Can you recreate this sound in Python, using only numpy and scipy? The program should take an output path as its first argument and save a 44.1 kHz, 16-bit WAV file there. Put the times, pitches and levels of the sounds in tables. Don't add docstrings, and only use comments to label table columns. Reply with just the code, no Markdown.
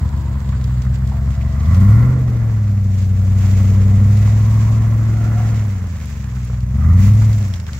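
import sys
import numpy as np
from scipy import signal
from scipy.fft import rfft, irfft, next_fast_len
from scipy.io import wavfile
from scipy.ndimage import uniform_filter1d, minimum_filter1d, map_coordinates

SR = 44100
rng = np.random.default_rng(int(sys.argv[2]) if len(sys.argv) > 2 else 0)


def file_out(sig):
    cols = np.atleast_2d(sig).T
    lim = np.clip(cols, -1, 1)
    pcm = np.round(lim * 32767).astype(np.int16)
    wavfile.write(sys.argv[1], SR, pcm)


N = 343728
T = np.arange(N) / SR
HZ = np.fft.rfftfreq(N, 1 / SR)
NEAR_M, EDGE_HZ = 5, 15850

# t/s, effort over idle/dB
EFFORT = [(0, 0.5), (.33, -2), (.7, 0), (1.58, 1), (1.74, 8), (1.94, 10.5), (2.18, 3), (3.0, 3), (4.05, 6),
          (4.6, 5), (5.2, 1.35), (5.56, 1.5), (6.0, -5), (6.35, -3), (6.7, 1), (6.93, 11.5), (7.28, 8.5),
          (7.65, -3.5)]
# t/s, distance/m, ground echo gain
PATH = [(0, 5.03, 0.4), (.65, 4.88, 0.5), (1.2, 5.16, .25), (2.6, 5.68, 0.07), (3.5, 4.34, 0.07),
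        (4.5, 5.16, 0), (5.4, 4.16, 0), (6.3, 6.14, 0), (7.79, 7.54, 0.1)]
# centre/s, length/s, level/dB
SHADOWS = [(3.0, 1.1, -7.5), (6.58, 0.61, -3.5)]


def firings(idle_rough=0.3, fast_rough=0.07, jitter_ms=0.17):
    # delay/ms, level/dB
    cylinders = [(1.58, -2.5), (0.89, 0.9), (0.74, 3), (0.12, -4.5), (1.45, 1.45), (1.41, 0), (-0.17, 0.5),
                 (1.28, 0)]
    rate_hz = firing_hz()
    fired = np.floor(np.cumsum(rate_hz) / SR + 1.15).astype(int)
    at = np.flatnonzero(np.diff(fired))
    delay_ms, db = np.array(cylinders)[fired[at] % len(cylinders)].T
    strength, timing = rng.standard_normal((len(at), 2)).T
    rough = np.interp(rate_hz[at], [65, 105], [idle_rough, fast_rough])
    rough *= gain_of(-np.maximum(curve(EFFORT)[at], 0))
    at += np.round((delay_ms + jitter_ms * timing) * SR / 1000).astype(int)
    pulses = np.zeros(N)
    pulses[np.clip(at, 0, N - 1)] = gain_of(db) * (1 + rough * strength)
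    return pulses


def exhaust(pulses, turbulence=0.027, split_hz=152, deep_hz=80, drone_hz=197, drone_width_hz=8):
    # f/Hz, level/dB
    response = [(10, -74.5), (22, -36), (34, -30), (43, -3.5), (60, 1), (80, 0), (100, 4), (127, -1),
                (150, -12), (175, -10.5), (203, -8), (230, -19), (270, -31.5), (305, -36.5), (329, -33),
                (355, -49.5), (600, -79)]
    gas = turbulence * evened(puffs(pulses, decay_s=0.012, steady=0.71)[0]) - evened(pulses)
    pipe = rfft(colour(gas, gain_of(read(response, HZ)))[0])
    low = 1 / (1 + (HZ / split_hz) ** 12)
    deep = 1 / (1 + (HZ / deep_hz) ** 12)
    deep_gain = gain_of(np.interp(firing_hz(), [66, 105], [-2, 4.5]))
    boom = deep_gain * irfft(pipe * deep, N) + irfft(pipe * (low - deep), N)
    bark = irfft(pipe * (1 - low), N)
    in_tune = 1 / (1 + ((2 * firing_hz() - drone_hz) / drone_width_hz) ** 2)
    drone_db = 1.19 * np.clip(curve(EFFORT), 0, 6) * in_tune
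    boom_db = level_db(-16.5, per_effort=1.2534, per_octave=-1.26, per_revving=-0.6)
    bark_db = level_db(-32, per_effort=0.43, per_octave=0.26, per_revving=4)
    return steadied(boom) * gain_of(boom_db) + steadied(bark) * gain_of(bark_db + drone_db)


def gas_rush(pulses, shaded=0.4, buzz=0.8):
    # f/Hz, level/dB
    spectrum = [(100, -6), (230, 12), (320, 0), (450, 0.5), (600, -0.5), (720, -2), (850, -14),
                (1300, -25.5), (3000, -51)]
    gas = puffs(pulses, decay_s=0.0036, steady=2.5) + buzz * evened(pulses)
    rush = voiced(gas, gain_of(read(spectrum, HZ)), 270, 1000)
    rush_db = level_db(-45.5, per_effort=0.59, per_octave=3.5, per_revving=-1)
    return rush * gain_of(rush_db + shaded * swells_db(SHADOWS))


def engine_bay(pulses, waver_db=1.5):
    # f/Hz, half-width/Hz, level/dB
    modes = [(750, 45, -3.5), (1102, 202, 0), (1371, 36, 0), (1988, 165, -2.5)]
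    # f/Hz, level/dB
    wash_spectrum = [(400, -25.5), (850, 1.5), (1020, 3.5), (1400, 0.5), (1700, 1), (2200, -9.5),
                     (3000, -15.5), (6000, -28.5)]
    panel_power = sum((gain_of(db) / (1 + ((HZ - hz) / width) ** 2)) ** 2 for hz, width, db in modes)
    ring = voiced(puffs(pulses, decay_s=0.004, steady=1.0), np.sqrt(panel_power), 900, 2300)
    wash = voiced(puffs(pulses, decay_s=0.0017, steady=3.3), gain_of(read(wash_spectrum, HZ)), 810, 2700)
    ring_share = np.clip(0.36 + 0.058 * curve(EFFORT), 0, 1)
    clatter = np.sqrt(ring_share) * ring + np.sqrt(1 - ring_share) * wash
    clatter_db = level_db(-46.5, per_effort=0, per_octave=2.5, per_revving=3.5)
    return clatter * gain_of(clatter_db + swells_db(SHADOWS) + waver_db * drift(24))


def tyres(clump_db=2.0, lump_db=0.14, spray_slip=0.85):
    # f/Hz, level/dB
    leaf_spectrum = [(300, 4), (1000, 3.5), (2200, 9.5), (3000, 2.5), (4100, 0.5), (5200, 1.5), (6000, 3.5),
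                     (7100, 5), (7800, 0), (8600, -24), (15000, -32.5)]
    # f/Hz, level/dB
    spray_spectrum = [(3000, -13), (7500, -5), (8600, -2), (10000, 0), (11400, -5.5), (12800, 0),
                      (15700, 0), (17000, -11)]
    # centre/s, length/s, level/dB
    slips = [(1.82, .7, 4.2), (2.99, 0.23, 4.5), (3.54, 0.87, 6.5), (4.45, 1.8, 6), (5.5, 1.2, 4),
             (6.09, 0.48, 6.5), (6.42, 0.46, 4.5), (7.04, .2, 9.5), (7.38, 1.07, 10), (7.79, 0.34, 9)]
    wet = 1.22 * gain_of(0.34 * curve(EFFORT))
    crush = evened(grains(per_s=1400, spread_db=4.5) + wet * rng.standard_normal((2, N)))
    crackle = np.array([steadied(side) * gain_of(clump_db * drift(rate_hz))
                        for side, rate_hz in zip(crush, (29, 35))])
    leaves = voiced(crackle, gain_of(read(leaf_spectrum, HZ)), 2800, 8000)
    drops = grains(per_s=1600, spread_db=6.0) + wet * rng.standard_normal((2, N)) + crackle
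    spatter_db = 0.9 * drift(60) + 0.4 * drift(16)
    spray = voiced(drops * gain_of(spatter_db), gain_of(read(spray_spectrum, HZ)), 9500, 15000)
    churn_db = swells_db(slips) - lump_db * drift(7)
    leaves_db = level_db(-53.5, per_effort=0.19, per_octave=-0.9, per_revving=0.46) + churn_db
    spray_db = level_db(-63, per_effort=0.15, per_octave=0.4, per_revving=1.7) + spray_slip * churn_db
    return ground_echo(leaves * gain_of(leaves_db) + spray * gain_of(spray_db))


def twigs(per_bed=14, spread_db=3, spread_octaves=0.5):
    # t/s, level/dB, f/Hz
    snaps = [(0.4907, -32.5, 3040), (0.6416, -30.5, 3400), (.6952, -47, 3400), (.82, -30.5, 3400),
             (0.94, -45, 3800), (1.074, -34.5, 4190), (1.3059, -34.5, 3800), (1.7454, -31, 3800),
             (3.676, -35, 2000), (4.172, -31.5, 4200), (6.0564, -35, 6000), (6.0987, -37, 7000),
             (6.4494, -36, 6000), (7.331, -31, 3800), (7.426, -33, 3300), (7.538, -24.5, 3040),
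             (7.6, -29, 3320), (7.666, -30, 2600), (7.684, -32, 2800), (7.7318, -28, 3400)]
    # one edge/s, roughly the other edge/s (either order), level/dB, f/Hz
    beds = [(0, 3.7, -40, 3400), (3.2, 7.6, -40, 3780), (7.25, 7.1, -39, 3600)]
    cracks = [(a_s + (b_s - a_s) * abs(when), db + spread_db * size, hz * 2 ** (spread_octaves * pitch))
              for a_s, b_s, db, hz in beds for when, size, pitch in rng.uniform(-1.1, 1, (per_bed, 3))]
    out = np.zeros((2, N))
    for at_s, db, hz in snaps + cracks:
        add(out, at_s, gain_of(db) * burst(hz, t60_s=0.024, octaves=1.8, tail=0.06))
    return out


def chassis_knocks():
    # t/s, level/dB, f/Hz, t60/s
    knocks = [(.523, -30, 1320, 0.098), (1.119, -27.5, 880, 0.22), (1.411, -32.5, 2103, 0.044),
              (6.497, -29, 380, 0.046), (6.498, -32, 1140, .04), (6.843, -32, 1230, 0.066),
              (7.216, -29.5, 1200, 0.14), (7.687, -29, 1420, 0.061)]
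    out = np.zeros((2, N))
    for at_s, db, hz, t60_s in knocks:
        add(out, at_s, gain_of(db) * burst(hz, t60_s, octaves=0.73, tail=0.035))
    return out


def narrow_swells():
    # peak/s, rise and fall each/s, f/Hz, nominal width/Hz, level/dB
    swells = [(0.148, .7, 980, 133, -46), (0.202, .6, 320, 40, -47.5), (1.597, 0.95, 658, 90, -46),
              (1.744, 0.59, 1960, 129, -50.5), (1.8, 0.51, 1120, 130, -41.5), (1.95, .4, 1400, 90, -44.5),
              (2.101, .5, 445, 159, -38.5), (2.121, .6, 257, 50, -35), (3.8, 0.67, 455, 110.5, -44),
              (4.648, 0.55, 1050, 170, -42), (5.17, .55, 321, 40, -40.5), (5.302, .45, 1380, 109, -45),
              (5.371, .35, 706, 85, -39), (6.889, .16, 1220, 131, -41), (7.544, 0.27, 5400, 450, -58)]
    out = np.zeros((2, N))
    for peak_s, rise_s, hz, width_hz, db in swells:
        size = next_fast_len(int(2 * rise_s * SR))
        resonance = 1 / (1 + ((np.fft.rfftfreq(size, 1 / SR) - hz) / (0.78 * width_hz)) ** 2)
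        swell = evened(irfft(rfft(rng.standard_normal((2, size))) * resonance, size)) * np.hanning(size)
        skipped = max(round((rise_s - peak_s) * SR), 0)
        add(out, peak_s - rise_s, gain_of(db) * swell[:, skipped:])
    return stereo(out)


def ground_echo(x, near_delay_ms=0.246):
    delayed_s = T - near_delay_ms / 1000 * NEAR_M / curve(PATH)
    strength = curve(PATH, column=2)
    echo = np.array([map_coordinates(side, [delayed_s * SR], order=3) for side in x])
    return (x + strength * echo) / np.sqrt(1 + strength ** 2)


def trunk_echoes(x, t60_s=0.45, per_s=900, first_s=0.015):
    t = np.arange(SR // 2) / SR
    taps = rng.standard_normal((2, len(t))) * (rng.random((2, len(t))) < per_s / SR)
    taps *= (t > first_s) * gain_of(-60 * t / t60_s)
    return signal.fftconvolve(x[None], taps / np.linalg.norm(taps[0]), axes=1)[:, :N]


def firing_hz(flywheel_s=0.15):
    # t/s, firing rate/Hz
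    rates = [(0.0, 72.6), (0.75, 62.2), (1.15, 67.5), (1.6, 70.2), (2.1, 129.7), (2.71, 99.7), (3.01, 94.2),
             (3.89, 97.5), (4.32, 106.2), (4.8, 110.3), (5.55, 110.2), (6.03, 73.0), (6.34, 61.9),
             (6.67, 60.5), (7.12, 107.3), (7.34, 107.5), (7.79, 67.3)]
    return uniform_filter1d(curve(rates), size=int(flywheel_s * SR), mode="nearest")


def level_db(idle_db, per_effort, per_octave, per_revving, idle_hz=70, linger_s=0.1):
    octaves = np.log2(firing_hz() / idle_hz)
    pole = np.exp(-1 / (linger_s * SR))
    revving = signal.lfilter([1 - pole], [1, -pole], np.maximum(np.gradient(octaves) * SR, 0))
    source_db = idle_db + per_effort * curve(EFFORT) + per_octave * octaves + per_revving * revving
    return source_db - 20 * np.log10(curve(PATH) / NEAR_M)


def puffs(pulses, decay_s, steady):
    flare = evened(signal.lfilter([1], [1, -np.exp(-1 / (decay_s * SR))], pulses))
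    return (steady + flare) * rng.standard_normal((2, N))


def grains(per_s, spread_db):
    size = gain_of(spread_db * np.minimum(rng.exponential(1, (2, N)), 4))
    return evened(size * rng.choice([-1, 1], (2, N)) * (rng.random((2, N)) < per_s / SR))


def burst(hz, t60_s, octaves, tail):
    t = np.arange(SR // 4) / SR
    noise = rng.standard_normal((2, len(t))) * (gain_of(-60 * t / t60_s) + tail * np.exp(-t / 0.016))
    edges_hz = [hz / 2 ** (octaves / 2), min(hz * 2 ** (octaves / 2), EDGE_HZ)]
    sound = signal.sosfilt(signal.butter(2, edges_hz, "bandpass", fs=SR, output="sos"), noise)
    return sound / np.abs(sound).max()


def stereo(pair, lag_ms=0.056):
    # f/Hz, likeness 0-1, left minus right/dB
    image = [(200, 0.93, -3), (500, 0.91, 0.5), (1200, 0.54, -5), (2600, 0.17, -3), (5530, 0.01, -0.2),
             (9000, 0.13, -5.5), (14000, 0.1, -10)]
    a, b = rfft(pair)
    same = np.clip(read(image, HZ), 0, 1)
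    lean = gain_of(read(image, HZ, column=2) / 2)
    mid, side = a * np.sqrt(1 + same), b * np.sqrt(1 - same)
    lag = np.exp(-2j * np.pi * HZ * lag_ms / 1000)
    return irfft(np.array([(mid + side) * lean, (mid - side) / lean * lag]) / np.sqrt(1 + same), N)


def voiced(drive, gain, lo_hz, hi_hz):
    pair = stereo(colour(drive, gain))
    in_band = irfft(rfft(pair.mean(0)) * ((HZ > lo_hz) & (HZ < hi_hz)), N)
    return pair / np.std(in_band)


def colour(x, gain):
    log_gain = np.log(np.maximum(gain, 1e-5))
    log_response = np.conj(signal.hilbert(np.r_[log_gain, log_gain[-2:0:-1]]))
    ring = np.fft.ifft(np.exp(log_response)).real[:SR // 5]
    return signal.fftconvolve(np.atleast_2d(x), ring[None], axes=1)[:, :N]


def steadied(x, window_s=0.35):
    window = np.hanning(int(window_s * SR))
    power = signal.fftconvolve(x ** 2, window, "same") / signal.fftconvolve(np.ones(N), window, "same")
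    return x / np.sqrt(np.abs(power) + 1e-20)


def drift(rate_hz):
    return evened(irfft(rfft(rng.standard_normal(N)) * np.exp(-(HZ / rate_hz) ** 2), N))


def swells_db(rows):
    return sum(db * np.cos(np.pi * np.clip((T - centre_s) / length_s, -0.5, 0.5)) ** 2
               for centre_s, length_s, db in rows)


def curve(rows, column=1):
    rows = np.array(rows)
    return np.interp(T, rows[:, 0], rows[:, column])


def read(rows, hz, column=1):
    rows = np.array(rows)
    return np.interp(np.log(hz + 1), np.log(rows[:, 0] + 1), rows[:, column])


def add(mix, at_s, sound):
    part = mix[:, max(round(at_s * SR), 0):][:, :sound.shape[1]]
    part += sound[:, :part.shape[1]]


def gain_of(db):
    return 10 ** (np.asarray(db) / 20)


def evened(x):
    return x / np.sqrt(np.mean(x ** 2) + 1e-20)


def scene(wood_db=-24, lean_db=0.4):
    pulses = firings()
    engine = exhaust(pulses) * gain_of([[lean_db], [-lean_db]]) + gas_rush(pulses) + engine_bay(pulses)
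    direct = engine + narrow_swells() + tyres() + stereo(twigs() + chassis_knocks())
    return direct + gain_of(wood_db) * trunk_echoes(direct.mean(0))


def record(dry, ceiling=0.94):
    allowed = np.minimum(1, ceiling / (np.abs(dry).max(0) + 1e-9))
    limited = dry * uniform_filter1d(minimum_filter1d(allowed, size=1201), size=1201)
    lowpass = signal.firwin(511, EDGE_HZ, window=("kaiser", 9), fs=SR)
    return signal.oaconvolve(limited, lowpass[None], "same")


dry = scene()
out = record(dry)
file_out(out)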